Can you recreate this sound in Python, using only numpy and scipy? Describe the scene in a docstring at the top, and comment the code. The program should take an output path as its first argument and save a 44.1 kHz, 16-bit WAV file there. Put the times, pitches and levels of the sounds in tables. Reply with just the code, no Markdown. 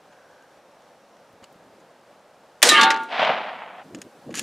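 """A rifle shot at a steel plate

In an open field the hammer falls and the blast overloads the microphone. The plate rings
and is knocked over, and a line of trees rolls the bang back. The scene jumps to a moment
later: wind bumps the microphone while the rifle is handled and its bolt is drawn.
Underneath are a distant rush and the faint whir and clicks of a camera."""
import sys
import numpy as np
from scipy import signal
from scipy.fft import rfft, irfft, next_fast_len
from scipy.io import wavfile

SR = 44100
rng = np.random.default_rng(int(sys.argv[2]) if len(sys.argv) > 2 else 0)


def waveform_to_disk(signal):
    """Save audio, clipped to [-1, 1], as 16-bit WAV at the path in sys.argv[1]."""
    frames = np.transpose(np.atleast_2d(signal))
    scaled = np.clip(frames, -1, 1) * 32767
    samples = np.round(scaled).astype(np.int16)
    wavfile.write(sys.argv[1], SR, samples)


N = 195318
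T = np.arange(N) / SR
SHOT_S, LATER_S = 2.628, 3.828  # when the rifle fires, and when the scene jumps ahead


# The parts of the bang. Each row: start in seconds, level in dB, seconds to fade by 60 dB,
# tilt in dB per octave (higher is brighter).
BANG_PARTS = [(2.6264, -16, 0.01, 1.5), (2.6278, 0.7, 0.026, 2.2), (2.6315, -7, .048, 0.5),
              (2.646, -20.5, 0.069, -4.5), (2.658, -19, 0.069, -4.5), (2.67, -18, .07, -1),
              (2.6855, -13, .03, -1)]
# A colour says how strong the low and high sounds are. Each row: frequency in Hz, level in dB.
BANG_COLOUR = [(40, -42), (120, -25), (300, -11), (570, 0.5), (900, -2.5), (1250, -8), (1800, 0.5),
               (3000, -4), (4200, -6), (6000, -6), (9000, -11.5), (12000, -21), (15500, -28)]
def bang():
    """A sharp crack, the muzzle blast and its first ground reflections merge into one bang."""
    return bursts(BANG_PARTS, BANG_COLOUR)


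# The plate's notes. Each row: pitch in Hz, level in dB, loudest moment in seconds,
# seconds to fade by 60 dB.
PLATE_NOTES = [(783, -20, 2.858, .4), (897, -12.5, 2.835, .7), (907, -20.5, 2.775, .3),
               (1150.5, -15, 2.80, .58), (1216.5, -13.8, 2.733, .58), (1415, -17.7, 2.795, 1.02),
               (1511, -22.5, 2.875, .3), (1642.5, -17, 2.79, .62), (1660, -22.5, 2.78, .4),
               (1793, -16.5, 2.728, .5), (1824, -23.5, 2.72, .55), (1927, -28, 2.78, .4),
               (2150, -23.5, 2.76, .55), (2219, -24.5, 2.75, .58), (2562, -27, 2.77, .4),
               (2721, -21, 2.775, .45), (2840, -17.5, 2.765, .28), (2977, -25.5, 2.77, .33),
               (3141, -18, 2.77, .27), (3526, -26, 2.825, .25), (3665, -22, 2.828, .18),
               (3826, -14, 2.695, .11), (3962, -15.5, 2.707, .15), (4231, -23.5, 2.835, .13),
               (4497, -22, 2.817, .11)]
# Its weaker notes: lowest and highest pitch in Hz, level in dB, seconds to fade by 60 dB.
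FAINT_NOTES = (1250, 4000, -28.5, 0.3)
# The bullet's hit, flying splinters and the toppling plate. Rows as in BANG_PARTS and BANG_COLOUR.
STRIKES = [(2.6905, -7.5, 0.055, 3), (2.7195, -20, .02, 3), (2.812, -12.5, 0.055, -2),
           (2.831, -13.5, .07, -2.5), (2.9045, -13, 0.063, -5), (2.943, -29, .025, -5),
           (2.962, -27.5, .025, -7), (2.972, -30, .025, -7), (3.033, -49.5, .06, 10)]
STRIKE_COLOUR = [(100, -38), (600, -13), (1000, -8), (2000, 0), (4200, -0.5), (7000, -4.5), (10000, -15),
                 (15000, -30.5)]
def steel_plate(swell_s=0.011, flutter_depth=.16, grounded_s=3.005, damping_db_per_s=85):
    """The struck plate rings with a wavering tone as its sound arrives by several paths."""
    ringing = (T > SHOT_S) & (T < LATER_S)
    t, ring = T[ringing], np.zeros((2, N))
    low_hz, high_hz, faint_db, faint_fade_s = FAINT_NOTES
    faint = [(low_hz + (high_hz - low_hz) * height, faint_db, 2.71 + 0.12 * delay, faint_fade_s)
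             for height, delay in rng.random((22, 2))]
    for hz, db, peak_s, fade_s in PLATE_NOTES + faint:
        age = t - peak_s
        envelope = np.exp(-(np.minimum(age, 0) / swell_s / 2) ** 2) * fade(np.maximum(age, 0), fade_s)
        depth = flutter_depth * min(hz / 1000, 2)  # higher notes waver more, in level and pitch
        flutter = (1 + depth * (drift(30, t) + 1j * drift(30, t))) / np.sqrt(1 + 2 * depth ** 2)
        tone = np.exp(2j * np.pi * (hz * t + rng.random((2, 1))))
        ring[:, ringing] += amp(db) * envelope * (flutter * tone).real
    damping = amp(-damping_db_per_s * np.maximum(T - grounded_s, 0))  # dies faster once it lies down
    return ring * ramp(STRIKES[0][0], 0.005) * damping + bursts(STRIKES, STRIKE_COLOUR)


# The nearby wash in three bands, then a thin one from farther brush. Each gives: loudest moment
# in seconds, level in dB, rise and fall in dB per second.
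FIELD_BASS = (2.835, -28.8, 25, 85)
FIELD_BODY = (2.835, -21, 0, 135)
FIELD_TREBLE = (2.672, -18.8, 150, 172)
FAR_BRUSH = (3.0, -48, 200, 60)
# Each row: frequency in Hz, level in dB.
FIELD_COLOUR = [(40, -41.5), (90, -35), (160, -13), (240, 0), (400, -2), (600, -5), (1000, -4), (1700, 1.5),
                (3800, -3), (5200, -11.5), (9000, -16), (12000, -30), (15500, -42)]
def field_wash(patchy_db=.9):
    """Ground and brush scatter the bang into a wash that swells and dies, the treble first."""
    near = scatter(FIELD_COLOUR, grains(20000, 1.4),
                   swell(*FIELD_BASS), swell(*FIELD_BODY), swell(*FIELD_TREBLE))
    near = near * ramp(SHOT_S, 0.0065) * amp(patchy_db * drift(60))
    brush = unit(tint(grains(9000, 1.4), FIELD_COLOUR, tilt_db=-1)) * swell(*FAR_BRUSH)
    return near + brush


# The roll from the tree line, then from the woods beyond. Rows as in FIELD_BASS and FIELD_COLOUR.
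TREE_ROLLS = [(3.22, -19.8, 110, 42), (3.79, -39.3, 48, 15)]
TREE_COLOUR = [(35, -89), (60, -63), (170, -18.5), (242, -15.5), (361, -21), (576, -6), (680, -1),
               (1020, -7), (1140, -8.5), (2330, -10), (3240, -13), (4050, -21), (4840, -28), (12000, -71),
               (15600, -99), (22000, -120)]
def tree_roll(arrive_s=3.078, bass_db=-7.3, treble_db=-21, thinning_db_per_s=6):
    """Trees send the bang back as a late, lumpy roll whose bass thins out as it goes."""
    envelope = np.sqrt(sum(swell(*row) ** 2 for row in TREE_ROLLS)) * ramp(arrive_s, .05)
    bass = amp(bass_db + 2 * drift(40) - thinning_db_per_s * np.maximum(T - arrive_s, 0))
    reflections = scatter(TREE_COLOUR, grains(6000, 1.3), bass, 1, amp(treble_db))
    return absorb(reflections, arrive_s) * envelope * amp(0.9 * drift(60))


# The strongest reflections. Rows as in BANG_PARTS and BANG_COLOUR.
ECHOES = [(2.646, -19, .06, -3), (2.668, -18.5, .07, -3), (2.718, -21, .06, -4), (3.121, -29, 0.06, 0),
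          (3.1935, -16.5, 0.055, -1), (3.2175, -14.5, 0.052, -2), (3.227, -16, 0.068, 0),
          (3.249, -14.5, 0.013, 2.5), (3.254, -22, .06, -2), (3.2915, -14.5, 0.07, -4),
          (3.2995, -14, 0.045, -4.5), (3.374, -28, .06, -4), (3.661, -34, .03, -4.5)]
ECHO_COLOUR = [(80, -42), (200, -16), (380, -21.5), (520, -4.5), (660, 3.5), (900, -6), (1300, -10.5),
               (3200, -10.5), (4800, -25.5), (8000, -47), (15000, -79)]
def echoes():
    """Single strong reflections come back as short, duller bangs."""
    return bursts(ECHOES, ECHO_COLOUR)


# Each row: start in seconds, level in dB, pitch in Hz, seconds to fade by 60 dB.
THUMPS = [(2.655, -17.5, 473, 0.14), (2.72, -17.5, 377, 0.045), (2.82, -26, 215, 0.06),
          (3.952, -32, 280, .02), (3.975, -35, 230, 0.031), (4.291, -26.5, 482, 0.018),
          (4.316, -29, 320, 0.021), (4.334, -33, 190, .03), (4.41, -33.5, 257, 0.043)]
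def thumps(wander=.08):
    """The shot, and later wind buffeting the microphone, make dull low thumps."""
    out, t = np.zeros((2, N)), np.arange(8000) / SR
    for start_s, db, hz, fade_s in THUMPS:
        envelope = (1 - np.exp(-t * hz)) ** 3 * fade(t, fade_s)
        cycles = np.cumsum(hz * (1 + wander * drift(95, t))) / SR + rng.random((2, 1))
        add(out, start_s, amp(db) * envelope / envelope.max() * np.sin(2 * np.pi * cycles))
    return out


# Handling clicks, and the hammer just before the blast. Rows as in BANG_PARTS and BANG_COLOUR.
RIFLE_CLICKS = [(.125, -51, 0.054, -8), (.423, -55, .02, -1), (.8205, -54, .02, -6), (1.168, -54, .02, -5),
                (1.801, -61, .04, 1), (2.6195, -19, .02, -4), (3.9476, -34.5, 0.034, -2),
                (3.987, -47, .015, -1), (4.0165, -33, 0.034, 0), (4.3063, -46, .08, -7),
                (4.3267, -46, .02, -1), (4.3412, -30, 0.054, -5), (4.3537, -25, .02, 2),
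                (4.394, -17, 0.017, 1), (4.398, -30, 0.024, -2.5)]
RIFLE_COLOUR = [(200, -27.5), (1000, -11), (1700, -1), (2200, -5.5), (2800, 0.5), (3900, -7), (4700, -3),
                (5800, -7.5), (6850, 3), (7600, -6.5), (11000, -11), (15500, -32.5)]
# The bolt speeds up and stops: fastest moment in seconds, level in dB, rise and fall in dB per second.
BOLT_SLIDE = (4.388, -31.5, 170, 370)
# Each row: pitch in Hz, width in Hz, level in dB compared with the scrape.
BOLT_NOTES = [(5750, 80, -13), (6567, 110, -12)]
def rifle(bolt_free_s=4.34, ticks_per_s=12, ticks_db=-84, side_db=-8):
    """Steel parts click, the bolt scrapes and sings on its rails, and gear and clothing tick."""
    rub = grains(12000, 1.5)
    singing = sum(amp(db) * sing(rub, hz, width) for hz, width, db in BOLT_NOTES)
    scrape = unit(tint(rub, RIFLE_COLOUR, tilt_db=-0.6))
    bolt = (scrape + singing) * swell(*BOLT_SLIDE) * ramp(bolt_free_s, .01)
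    ticks = unit(tint(grains(ticks_per_s, 1.5), RIFLE_COLOUR, tilt_db=-4)) * amp(ticks_db)
    straight_ahead = amp([[0], [side_db]])
    return (bolt + ticks + bursts(RIFLE_CLICKS, RIFLE_COLOUR)) * straight_ahead


# Each row: strongest moment in seconds, level in dB, length in seconds.
GUSTS = [(1.31, -58, .06), (1.68, -57, .35), (3.862, -49, .05), (3.958, -39, .095), (4.065, -47, .05),
         (4.175, -53.5, .05), (4.305, -37.5, .08), (4.405, -39, .12)]
# Each row: frequency in Hz, level in dB.
WIND_COLOUR = [(30, -34), (70, -19), (110, -5), (200, 0), (330, 0.5), (500, -8), (800, -19.5), (1500, -34),
               (4000, -70)]
def wind(lump_db=1.5):
    """Gusts bump the microphone with a low, lumpy rumble; each grows and eases evenly."""
    gusts = [amp(db) / np.cosh(2 * np.clip((T - peak_s) / length_s, -10, 10)) ** 2
             for peak_s, db, length_s in GUSTS]
    force = np.sqrt(sum(gust ** 2 for gust in gusts))
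    return force * unit(tint(noise(), WIND_COLOUR) * amp(lump_db * drift(40)))


# Lever clicks and finger bumps. Rows as in BANG_PARTS and BANG_COLOUR.
LEVER_CLICKS = [(1.427, -52, .06, -4), (1.4335, -48.5, .05, -3), (1.4405, -41, .028, 1)]
LEVER_COLOUR = [(300, -14), (1300, 1), (2300, -4), (2940, 2), (3400, -10), (4010, -3), (4660, 0),
                (5700, -15), (7150, -7), (9000, -16), (15000, -30)]
FINGER_BUMPS = [(1.328, -49, .04, 0), (1.423, -43, .03, -3), (1.526, -49, .025, 3), (1.558, -49, .025, 0)]
FINGER_COLOUR = [(40, -8), (100, 0), (270, -3), (1500, -40)]
def camera_handling():
    """The zoom lever is let go and snaps back, and fingers bump the camera's body."""
    return bursts(LEVER_CLICKS, LEVER_COLOUR) + bursts(FINGER_BUMPS, FINGER_COLOUR)


# Each row: pitch in Hz, width in Hz, level in dB, start and stop in seconds.
ZOOM_TONES = [(1577, 200, -62.5, .07, .52), (5680, 200, -78, 0.0, 1.35)]
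def zoom_motor(ease_s=.1):
    """The camera's zoom motor whirs faintly in two narrow bands of noise."""
    whir = np.zeros((2, N))
    for hz, width, db, start_s, stop_s in ZOOM_TONES:
        running = ramp(start_s - ease_s / 2, ease_s) - ramp(stop_s - ease_s / 2, ease_s)
        whir += sing(noise(), hz, width) * amp(db) * running
    return whir


# Each row: frequency in Hz, level in dB.
AIR_COLOUR = [(30, -17.5), (80, -16.5), (150, -9), (220, -7), (380, -7.5), (540, 1), (850, -4),
              (1100, -8.5), (1600, -11.5), (2000, -16.5), (3700, -21.5), (7000, -27.5), (11000, -33),
              (15500, -41.5)]
def open_air(rush_db=-53.3, hiss_db=-59.8):
    """A steady distant rush, joined by more hiss in the later moment."""
    rush = unit(tint(noise(), AIR_COLOUR)) * amp(rush_db + .45 * drift(8))
    hiss = unit(tint(noise(), AIR_COLOUR, tilt_db=2.5)) * amp(hiss_db)
    return rush + hiss * ramp(LATER_S, .005)


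def amp(db):
    """Turns decibels into a number to multiply by."""
    return 10 ** (np.asarray(db) / 20)


def unit(x):
    """Scales a sound to an average (rms) level of 1."""
    return x / np.sqrt(np.mean(x ** 2, axis=-1, keepdims=True) + 1e-20)


def add(mix, start_s, sound):
    """Mixes a sound in at its start time."""
    part = mix[:, round(start_s * SR):][:, :sound.shape[1]]
    part += sound[:, :part.shape[1]]


def ramp(start_s, length_s):
    """Rises in a straight line from 0 to 1."""
    return np.clip((T - start_s) / length_s, 0, 1)


def fade(t, fade_s):
    """Falls by 60 dB every fade_s seconds."""
    return np.exp(-np.log(1000) * t / fade_s)


def swell(peak_s, db, rise_db_per_s, fall_db_per_s):
    """Grows to its loudest at peak_s, then dies away."""
    before, after = np.maximum(peak_s - T, 0), np.maximum(T - peak_s, 0)
    return amp(db - rise_db_per_s * before - fall_db_per_s * after)


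def noise(size=N):
    """White noise in two rows: mid (what both ears share) and side (how they differ)."""
    return rng.standard_normal((2, size))


def drift(per_s, t=T):
    """A smooth random wobble that changes about per_s times a second."""
    times = np.arange(0, N / SR + .01, .002)
    hz = np.fft.rfftfreq(len(times), times[1])
    spectrum = rfft(rng.standard_normal(len(times))) * np.exp(-(hz / per_s) ** 2)
    return np.interp(t, times, unit(irfft(spectrum, len(times))))


def grains(per_s, spread_db):
    """Tiny pulses of uneven size at random moments."""
    sizes = amp(spread_db * np.minimum(rng.exponential(1, N), 4))
    return noise() * sizes * (rng.random(N) < per_s / SR)


def level_at(colour, hz):
    """Looks up a colour's level in dB, gliding between its rows."""
    row_hz, row_db = np.transpose(colour)
    return np.interp(np.log(hz + 1), np.log(row_hz + 1), row_db)


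def tint(x, colour, tilt_db=0):
    """Gives a sound a colour, tilted by tilt_db per octave above 400 Hz."""
    hz = abs(np.fft.fftfreq(4096, 1 / SR))
    log_gain = np.log(amp(level_at(colour, hz) + tilt_db * np.log2(np.maximum(hz, 400) / 1000)))
    taps = np.fft.ifft(np.exp(np.conj(signal.hilbert(log_gain)))).real  # rings only after a hit
    return signal.fftconvolve(x, taps[None], axes=1)[:, :x.shape[1]]


def sing(x, hz, width):
    """Keeps a narrow band of a sound, so that it rings like a note."""
    band = signal.butter(2, [hz - width / 2, hz + width / 2], "band", fs=SR, output="sos")
    return unit(signal.sosfilt(band, x))


def bursts(rows, colour, size=12000):
    """Each blow is a puff of noise that starts at once and dies away."""
    out, t = np.zeros((2, N)), np.arange(size) / SR
    for start_s, db, fade_s, tilt_db in rows:
        envelope = fade(t, fade_s)
        puff = tint(noise(size) * envelope, colour, tilt_db)
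        add(out, start_s, amp(db) * unit(puff) * np.sqrt(np.mean(envelope ** 2)))
    return out


def scatter(colour, pulses, bass, body, treble):
    """Countless small reflections, with separate loudness for bass, body and treble."""
    size = next_fast_len(N)
    hz = np.fft.rfftfreq(size, 1 / SR)
    spectrum = rfft(pulses, size) * amp(level_at(colour, hz))
    low = 1 / (1 + (hz / 700) ** 8)
    high = 1 - 1 / (1 + (hz / 4500) ** 10)
    bands = [(low, bass), (1 - low - high, body), (high, treble)]
    return sum(unit(irfft(spectrum * band, size)[:, :N]) * gain for band, gain in bands)


def absorb(x, since_s, db_per_khz_per_s=5.3):
    """Later reflections have crossed more air, which takes more of their treble."""
    hz, times, spectra = signal.stft(x, SR, nperseg=512, noverlap=384)
    loss_db = db_per_khz_per_s * hz[:, None] / 1000 * np.maximum(times - since_s, 0)
    return signal.istft(spectra * amp(-loss_db), SR, nperseg=512, noverlap=384)[1][:, :N]


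def stereo(mid_side, width):
    """Left and right at two close microphone openings, which differ most in the treble."""
    mid, side = mid_side[0], tint(mid_side[1:], width)[0]
    return np.array([mid + side, mid - side])


# Stereo width of the events and the background. Each row: frequency in Hz, gain of the side in dB.
EVENT_WIDTH = [(60, -13), (200, -40), (500, -52), (1200, -43), (2300, -22.5), (4200, -12.5), (8000, -9),
               (13000, -5.5)]
BACKGROUND_WIDTH = [(60, -12.5), (110, -18.5), (200, -27.5), (380, -35), (700, -60.5), (1290, -43.5),
                    (2380, -15.5), (4400, -9.5), (8120, -7.5), (15000, -7)]
def scene():
    """Mixes everything in stereo; the wash and the roll stop short at the jump in time."""
    reflections = (field_wash() + tree_roll()) * (1 - ramp(LATER_S - .004, 0.0093))
    shot = bang() + reflections + echoes()
    events = shot + steel_plate() + thumps() + rifle() + camera_handling() + wind()
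    return stereo(events, EVENT_WIDTH) + stereo(open_air() + zoom_motor(), BACKGROUND_WIDTH)


def record(dry, low_cut_hz=70, high_cut_hz=15650):
    """The blast overloads the microphone; then the deepest bass and highest treble are cut."""
    clipped = dry / (1 + dry ** 8) ** (1 / 8)
    thinned = signal.lfilter(*signal.butter(1, low_cut_hz, "high", fs=SR), clipped)
    high_cut = signal.firwin(511, high_cut_hz, window=("kaiser", 9), fs=SR)
    return signal.oaconvolve(thinned, high_cut[None], "same")


dry = scene()
out = record(dry)
waveform_to_disk(out)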